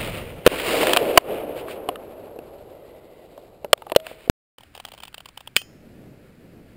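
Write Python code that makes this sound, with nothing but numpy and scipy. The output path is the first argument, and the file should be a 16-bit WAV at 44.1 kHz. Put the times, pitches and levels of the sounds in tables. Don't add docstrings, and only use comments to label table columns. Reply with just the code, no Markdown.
import sys
import numpy as np
from scipy import signal
from scipy.fft import rfft, irfft, next_fast_len
from scipy.io import wavfile
from scipy.ndimage import uniform_filter1d, map_coordinates

SR = 44100
rng = np.random.default_rng(int(sys.argv[2]) if len(sys.argv) > 2 else 0)


def dump(signal):
    limited = np.clip(np.atleast_2d(signal).T, -1, 1)
    pcm = np.round(limited * 32767).astype(np.int16)
    wavfile.write(sys.argv[1], SR, pcm)


N = 298116
TIME_S = np.arange(N) / SR
AGE_S = np.arange(SR // 2) / SR
CUT_FROM_S, CUT_TO_S = 4.2981, 4.58


def amp(db):
    return 10 ** (np.asarray(db) / 20)


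def fade(t60_s):
    return amp(-60 * AGE_S / t60_s)


def wobble(rate_hz):
    knots = rng.standard_normal(int(N * rate_hz / SR) + 4)
    return map_coordinates(knots, [TIME_S * rate_hz])


def swell(start_s, rise_db_per_s, hold_s, fall_db_per_s):
    before_s = np.maximum(start_s - TIME_S, 0)
    after_s = np.maximum(TIME_S - start_s - hold_s, 0)
    return amp(-rise_db_per_s * before_s - fall_db_per_s * after_s)


def noise(spectrum, size=N):
    fft_size = next_fast_len(size)
    hz, db = np.transpose(spectrum)
    bins_hz = np.fft.rfftfreq(fft_size, 1 / SR)
    gain = amp(np.interp(np.log(bins_hz + 1), np.log(hz), db))
    coloured = irfft(rfft(rng.standard_normal(fft_size)) * gain, fft_size)[:size]
    return coloured / np.sqrt(np.mean(coloured ** 2) + 1e-20)


def burst(spectrum, hold_s, t60_s):
    return noise(spectrum, len(AGE_S)) * amp(-60 * np.maximum(AGE_S - hold_s, 0) / t60_s)


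def ring(hz, t60_s):
    return np.sin(2 * np.pi * hz * AGE_S) * fade(t60_s)


def swing(hz, t60_s):
    return ring(hz, t60_s) * (1 - np.exp(-2 * hz * AGE_S))


def add(track, start_s, sound):
    part = track[round(start_s * SR):][:len(sound)]
    part += sound[:len(part)]


# frequency in Hz, relative density in dB.
AIR_DRONE_SPECTRUM = [(20, -5), (45, -1.5), (80, -0.5), (140, -10.5), (400, -41)]
AIR_RUMBLE_SPECTRUM = [(60, -14.5), (110, -1), (170, 1), (300, -2.5), (450, -8), (620, -11), (900, -24),
                       (2000, -44.5)]
AIR_HISS_SPECTRUM = [(600, 0), (1000, -4.5), (1400, 1), (2500, -0.5), (3500, -9), (5000, -10.5),
                     (6000, -27.5), (7500, -12.5), (15000, -26.5)]
# time in seconds, level in dB.
AIR_RUMBLE_LEVELS = [(4.6, -61.5), (5.55, -61.5), (5.72, -49.5), (6.0, -46.5), (6.42, -50.5), (6.55, -47),
                     (6.75, -49)]


def night_air():
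    rumble_db = np.interp(TIME_S, *np.transpose(AIR_RUMBLE_LEVELS))
    drone = amp(-59.5) * noise(AIR_DRONE_SPECTRUM)
    rumble = amp(rumble_db + 1.6 * wobble(14)) * noise(AIR_RUMBLE_SPECTRUM)
    hiss = amp(-61 + .7 * wobble(25)) * noise(AIR_HISS_SPECTRUM)
    return (drone + rumble + hiss) * (TIME_S > CUT_TO_S)


# frequency in Hz, relative density in dB.
WHISTLE_SPECTRUM = [(1500, -28.5), (1850, -8.5), (2000, 1), (2250, -10.5), (2850, -8), (3500, -13.5),
                    (5000, -23), (6000, -40)]


def whistle():
    envelope = swell(2.8, rise_db_per_s=76, hold_s=.38, fall_db_per_s=45)
    return amp(-65.5) * envelope * noise(WHISTLE_SPECTRUM)


# start in seconds, level in dB, body offset in dB.
TICKS = [(4.583, -33, -7.5), (4.607, -35.5, -10.5), (4.633, -36, -15), (4.75, -23.5, -23),
         (4.776, -27.5, -13), (4.799, -25.5, -10), (4.85, -19.5, -10), (4.885, -30.5, -10),
         (4.918, -28.5, -12), (4.937, -30.5, -13), (4.977, -31, -16), (5.002, -31, -16), (5.034, -19, -35),
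         (5.052, -29, -17), (5.079, -28.5, -19), (5.143, -18, -32), (5.179, -24.5, -22),
         (5.204, -28, -16.5), (5.257, -24, -19), (5.287, -28.5, -15.5), (5.374, -23, -16),
         (5.406, -29.5, -13), (5.474, -25, -17.5), (5.616, -26.5, -14)]
# frequency in Hz, relative density in dB.
SCRATCH_SPECTRUM = [(300, -21), (800, 0.5), (1400, -3), (2200, -6.5), (3100, 9.5), (4000, -7.5),
                    (5000, -5.5), (6000, -24.5), (7200, -8.5), (10000, -13), (15000, -103)]
TICK_BODY_SPECTRUM = [(250, -28.5), (480, 1.5), (800, 5), (1300, -11), (2200, -21)]
# frequency in Hz, relative density in dB.
CRACK_SPECTRUM = [(250, -31.5), (700, -3.5), (1200, -4.5), (1800, -4.5), (2300, -7.5), (2950, 3),
                  (4000, -13.5), (5000, -19), (6000, -28.5), (7500, -15), (9000, -18), (15000, -33.5)]


def crackle():
    out = np.zeros(N)
    faint_ticks = [(rng.uniform(4.73, 5.11), rng.uniform(-39, -33), -11) for _ in range(12)]
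    attack = 1 - fade(t60_s=.0025)
    for start_s, db, body_db in list(TICKS) + faint_ticks:
        scratch = amp(db - 10.5) * burst(SCRATCH_SPECTRUM, hold_s=.003, t60_s=.014)
        body = amp(db + body_db - 1.5) * burst(TICK_BODY_SPECTRUM, hold_s=.003, t60_s=.015)
        add(out, start_s, (scratch + body) * attack)
        for offset_s in rng.uniform(-.016, .011, size=3):
            grain = amp(db - 27) * burst(CRACK_SPECTRUM, hold_s=.00068, t60_s=.0062)
            add(out, start_s + offset_s, grain)
    return out


# frequency in Hz, relative level in dB, t60 in seconds.
METAL_MODES = [(1940, -12, 0.13), (2530, -2.5, .16), (2760, -10.5, .1), (2970, -4, 0.14), (3133, 3, 0.15),
               (4350, -20, .19), (4996, -24.5, 0.41), (5308, -30.5, 0.94), (5701, -21.5, 0.2),
               (5879, -35, .85), (6298, -19.5, 0.19), (6691, -33, .9), (7004, -21, 0.37),
               (7650, -23.5, .21)]
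# frequency in Hz, relative density in dB.
STRIKE_SPECTRUM = [(100, -13.5), (400, -13.5), (750, -21.5), (1400, -6.5), (2000, -2.5), (2900, 3),
                   (4000, -10.5), (4700, -2.5), (6000, -24.5), (7500, -2.5), (10000, -30), (15000, -32.5)]


def clink():
    out = np.zeros(N)
    modes = sum(amp(db) * ring(hz, t60_s) for hz, db, t60_s in METAL_MODES)
    clang = amp(-32) * burst(STRIKE_SPECTRUM, hold_s=.0036, t60_s=.097)
    touch = amp(-33.5) * burst(STRIKE_SPECTRUM, hold_s=.00074, t60_s=.0083)
    strike = amp(-5.5) * burst(STRIKE_SPECTRUM, hold_s=.001567, t60_s=.0156)
    add(out, 5.5605, touch)
    add(out, 5.5649, strike + clang + amp(-28.5) * modes)
    return out


def blaze(rise_db, full_until_s, power):
    light_s, rise_s = .45, .3
    age_s = TIME_S - light_s
    growth = amp(-rise_db * np.clip(1 - age_s / rise_s, 0, 1))
    burn_down = np.maximum(age_s / full_until_s, 1) ** -power
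    return (age_s > 0) * growth * burn_down


def climb(start_db, fade_db_per_s):
    return amp(start_db - fade_db_per_s * TIME_S)


# frequency in Hz, relative density in dB.
HISS_SPECTRUM = [(400, -7), (900, -2), (1350, 0), (1700, -2.5), (2300, 2.5), (2900, 2), (3500, -5.5),
                 (4500, -20), (6000, -44)]
FIZZ_SPECTRUM = [(2500, -19), (3800, -2), (5000, -7.5), (6000, -23), (7200, -7.5), (9000, -8),
                 (11000, -18.5), (15000, -23)]
# start in seconds, hiss level in dB, hold in seconds.
FLARES = [(0.863, -30, 0.12), (1.146, -37, 0.064), (1.572, -43, 0.026), (1.70, -38, 0.026),
          (4.063, -47, 0.043), (4.133, -53, 0.13)]


def flame_hiss():
    full_db, ember_hiss_db, ember_fizz_db = -25.5, -67.5, -68.5
    stars = amp(full_db) * blaze(rise_db=12.5, full_until_s=.39, power=2.81)
    flame = np.hypot(climb(-32.5, 40), stars)
    bright = amp(full_db - 6) * (flame / amp(full_db)) ** 1.4
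    flares = sum(amp(db) * swell(start_s, 450, hold_s, 550) for start_s, db, hold_s in FLARES)
    hiss_gain = np.hypot(np.hypot(flame, flares), amp(ember_hiss_db))
    fizz_gain = np.hypot(np.hypot(bright, amp(-8.5) * flares), amp(ember_fizz_db))
    return hiss_gain * noise(HISS_SPECTRUM) + fizz_gain * noise(FIZZ_SPECTRUM)


# frequency in Hz, relative density in dB.
RUMBLE_SPECTRUM = [(20, -5), (45, 4), (90, 2), (150, 2), (240, -4), (400, -16.5), (800, -40.5)]
ROAR_SPECTRUM = [(100, -28), (220, -13), (350, -3), (480, -0.5), (620, -1.5), (780, -10.5), (1000, -18),
                 (1300, -22), (1800, -31), (3000, -56)]


def rush():
    star_rumble = amp(-48) * blaze(rise_db=7.5, full_until_s=.76, power=.8)
    star_roar = amp(-21) * blaze(rise_db=23, full_until_s=.56, power=1.94)
    flutter = wobble(35)
    sputter = amp(2.2 * flutter + 1.4 * wobble(400))
    rumble = np.hypot(climb(-34, 20), star_rumble) * amp(.72 * wobble(16)) * noise(RUMBLE_SPECTRUM)
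    roar = np.hypot(climb(-33.5, 19), star_roar) * amp(.63 * flutter) * noise(ROAR_SPECTRUM)
    dip = amp(-10.5 * np.exp(-((TIME_S - .97) / .024) ** 2))
    return (rumble + roar + flame_hiss() * sputter) * dip * (TIME_S < CUT_FROM_S + .5)


# start in seconds, thump level in dB, pitch in Hz, crack level in dB.
STAR_POPS = [(.831, -7, 604, -21), (.870, -11, 640, -14), (.894, -13, 615, -18), (.934, -16.5, 666, -8),
             (.964, -7.5, 685, -13), (.971, -6, 712, -6), (1.683, -25.5, 1140, -47),
             (1.8887, -7.5, 732, -22), (1.957, -27, 1250, -35), (2.362, -23.5, 458, -63),
             (2.389, -18.5, 468, -42), (3.378, -24, 600, -55), (3.646, -14, 594, -36.5),
             (3.777, -36.5, 696, -43.5), (3.821, -27, 886, -41), (3.8671, -25.5, 820, -44),
             (3.898, -30, 815, -37.5), (3.919, -10, 653, -25), (3.95, -27, 1200, -30),
             (4.000, -52, 690, -35.5), (4.067, -24.5, 686, -29), (4.114, -27.5, 520, -52),
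             (4.277, -25.5, 500, -52)]


def pops():
    out = np.zeros(N)
    for start_s, thump_db, hz, crack_db in STAR_POPS:
        thump = swing(hz, t60_s=.025) + amp(-4.5) * swing(1.4 * hz, t60_s=.017)
        puff = amp(-15) * burst(ROAR_SPECTRUM, hold_s=.0012, t60_s=.052)
        crack = burst(CRACK_SPECTRUM, hold_s=.0023, t60_s=.0076)
        add(out, start_s, amp(thump_db) * (thump + puff) + amp(crack_db) * crack)
    return out


def echo():
    out = np.zeros(N)
    report_s, delay_s = REPORTS[0][0], .052
    add(out, report_s + delay_s, amp(-25.5) * burst(ROAR_SPECTRUM, hold_s=.021, t60_s=.15))
    return out


# start in seconds, blast level in dB, pitch in Hz, overtone in Hz,
# overtone level in dB re the blast, blast t60 in seconds, crack level in dB, crack t60 in seconds.
REPORTS = [(0.4641, 16.5, 494, 1134, -15.5, 0.015, 5, 0.015),
           (0.4745, 23, 533, 1130, -16.5, 0.0059, 6.5, 0.0068), (1.1750, 26, 677, 1007, -2, .02, 18, 0.017),
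           (3.731, 12, 594, 1168, -7, 0.015, 11, 0.0085), (3.9620, 15, 553, 1095, -36, 0.013, -2.5, 0.014)]


def bangs():
    out = np.zeros(N)
    for start_s, blast_db, hz, overtone_hz, overtone_db, blast_t60_s, crack_db, crack_t60_s in REPORTS:
        blast = swing(hz, blast_t60_s) + amp(overtone_db) * swing(overtone_hz, blast_t60_s)
        crack = burst(CRACK_SPECTRUM, hold_s=.00023, t60_s=crack_t60_s)
        add(out, start_s, amp(blast_db) * blast + amp(crack_db) * crack)
    add(out, REPORTS[-1][0], amp(-36) * ring(hz=637, t60_s=.79))
    return out


def scene():
    burning = rush() * (TIME_S < CUT_TO_S)
    sound = burning + whistle() + bangs() + echo() + pops() + crackle() + clink() + night_air()
    return np.array([sound, sound])


def gain_control(x, threshold_db, recovery_db_per_s, lag_s):
    power = np.abs(uniform_filter1d(x[0] ** 2, size=256))
    excess_db = np.maximum(10 * np.log10(power + 1e-12) - threshold_db, 0)
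    recovery_db = recovery_db_per_s * TIME_S
    duck_db = np.maximum.accumulate(excess_db + recovery_db) - recovery_db
    return x * amp(-np.interp(TIME_S - lag_s, TIME_S, duck_db))


def clock_jitter(x, clock_hz, depth_samples):
    positions = np.arange(N) + depth_samples * np.cos(2 * np.pi * clock_hz * TIME_S)
    return np.array([map_coordinates(channel, [positions], mode="nearest") for channel in x])


def dropout(x):
    out = x * ((TIME_S < CUT_FROM_S) | (TIME_S > CUT_TO_S))
    for channel, click_s in zip(out, (.0016, .00095)):
        add(channel, CUT_FROM_S, -fade(t60_s=.022) * (AGE_S < click_s))
    return out


def record(dry):
    ducked = gain_control(dry, threshold_db=-4, recovery_db_per_s=205, lag_s=.008)
    clipped = np.clip(ducked, -1, 1)
    jittered = clock_jitter(clipped, clock_hz=12000, depth_samples=1.306)
    top_hz = 15600
    lowpass = signal.cheby1(10, .1, top_hz, fs=SR, output="sos")
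    return np.clip(signal.sosfiltfilt(lowpass, dropout(jittered)), -1, 1)


dry = scene()
out = record(dry)
dump(out)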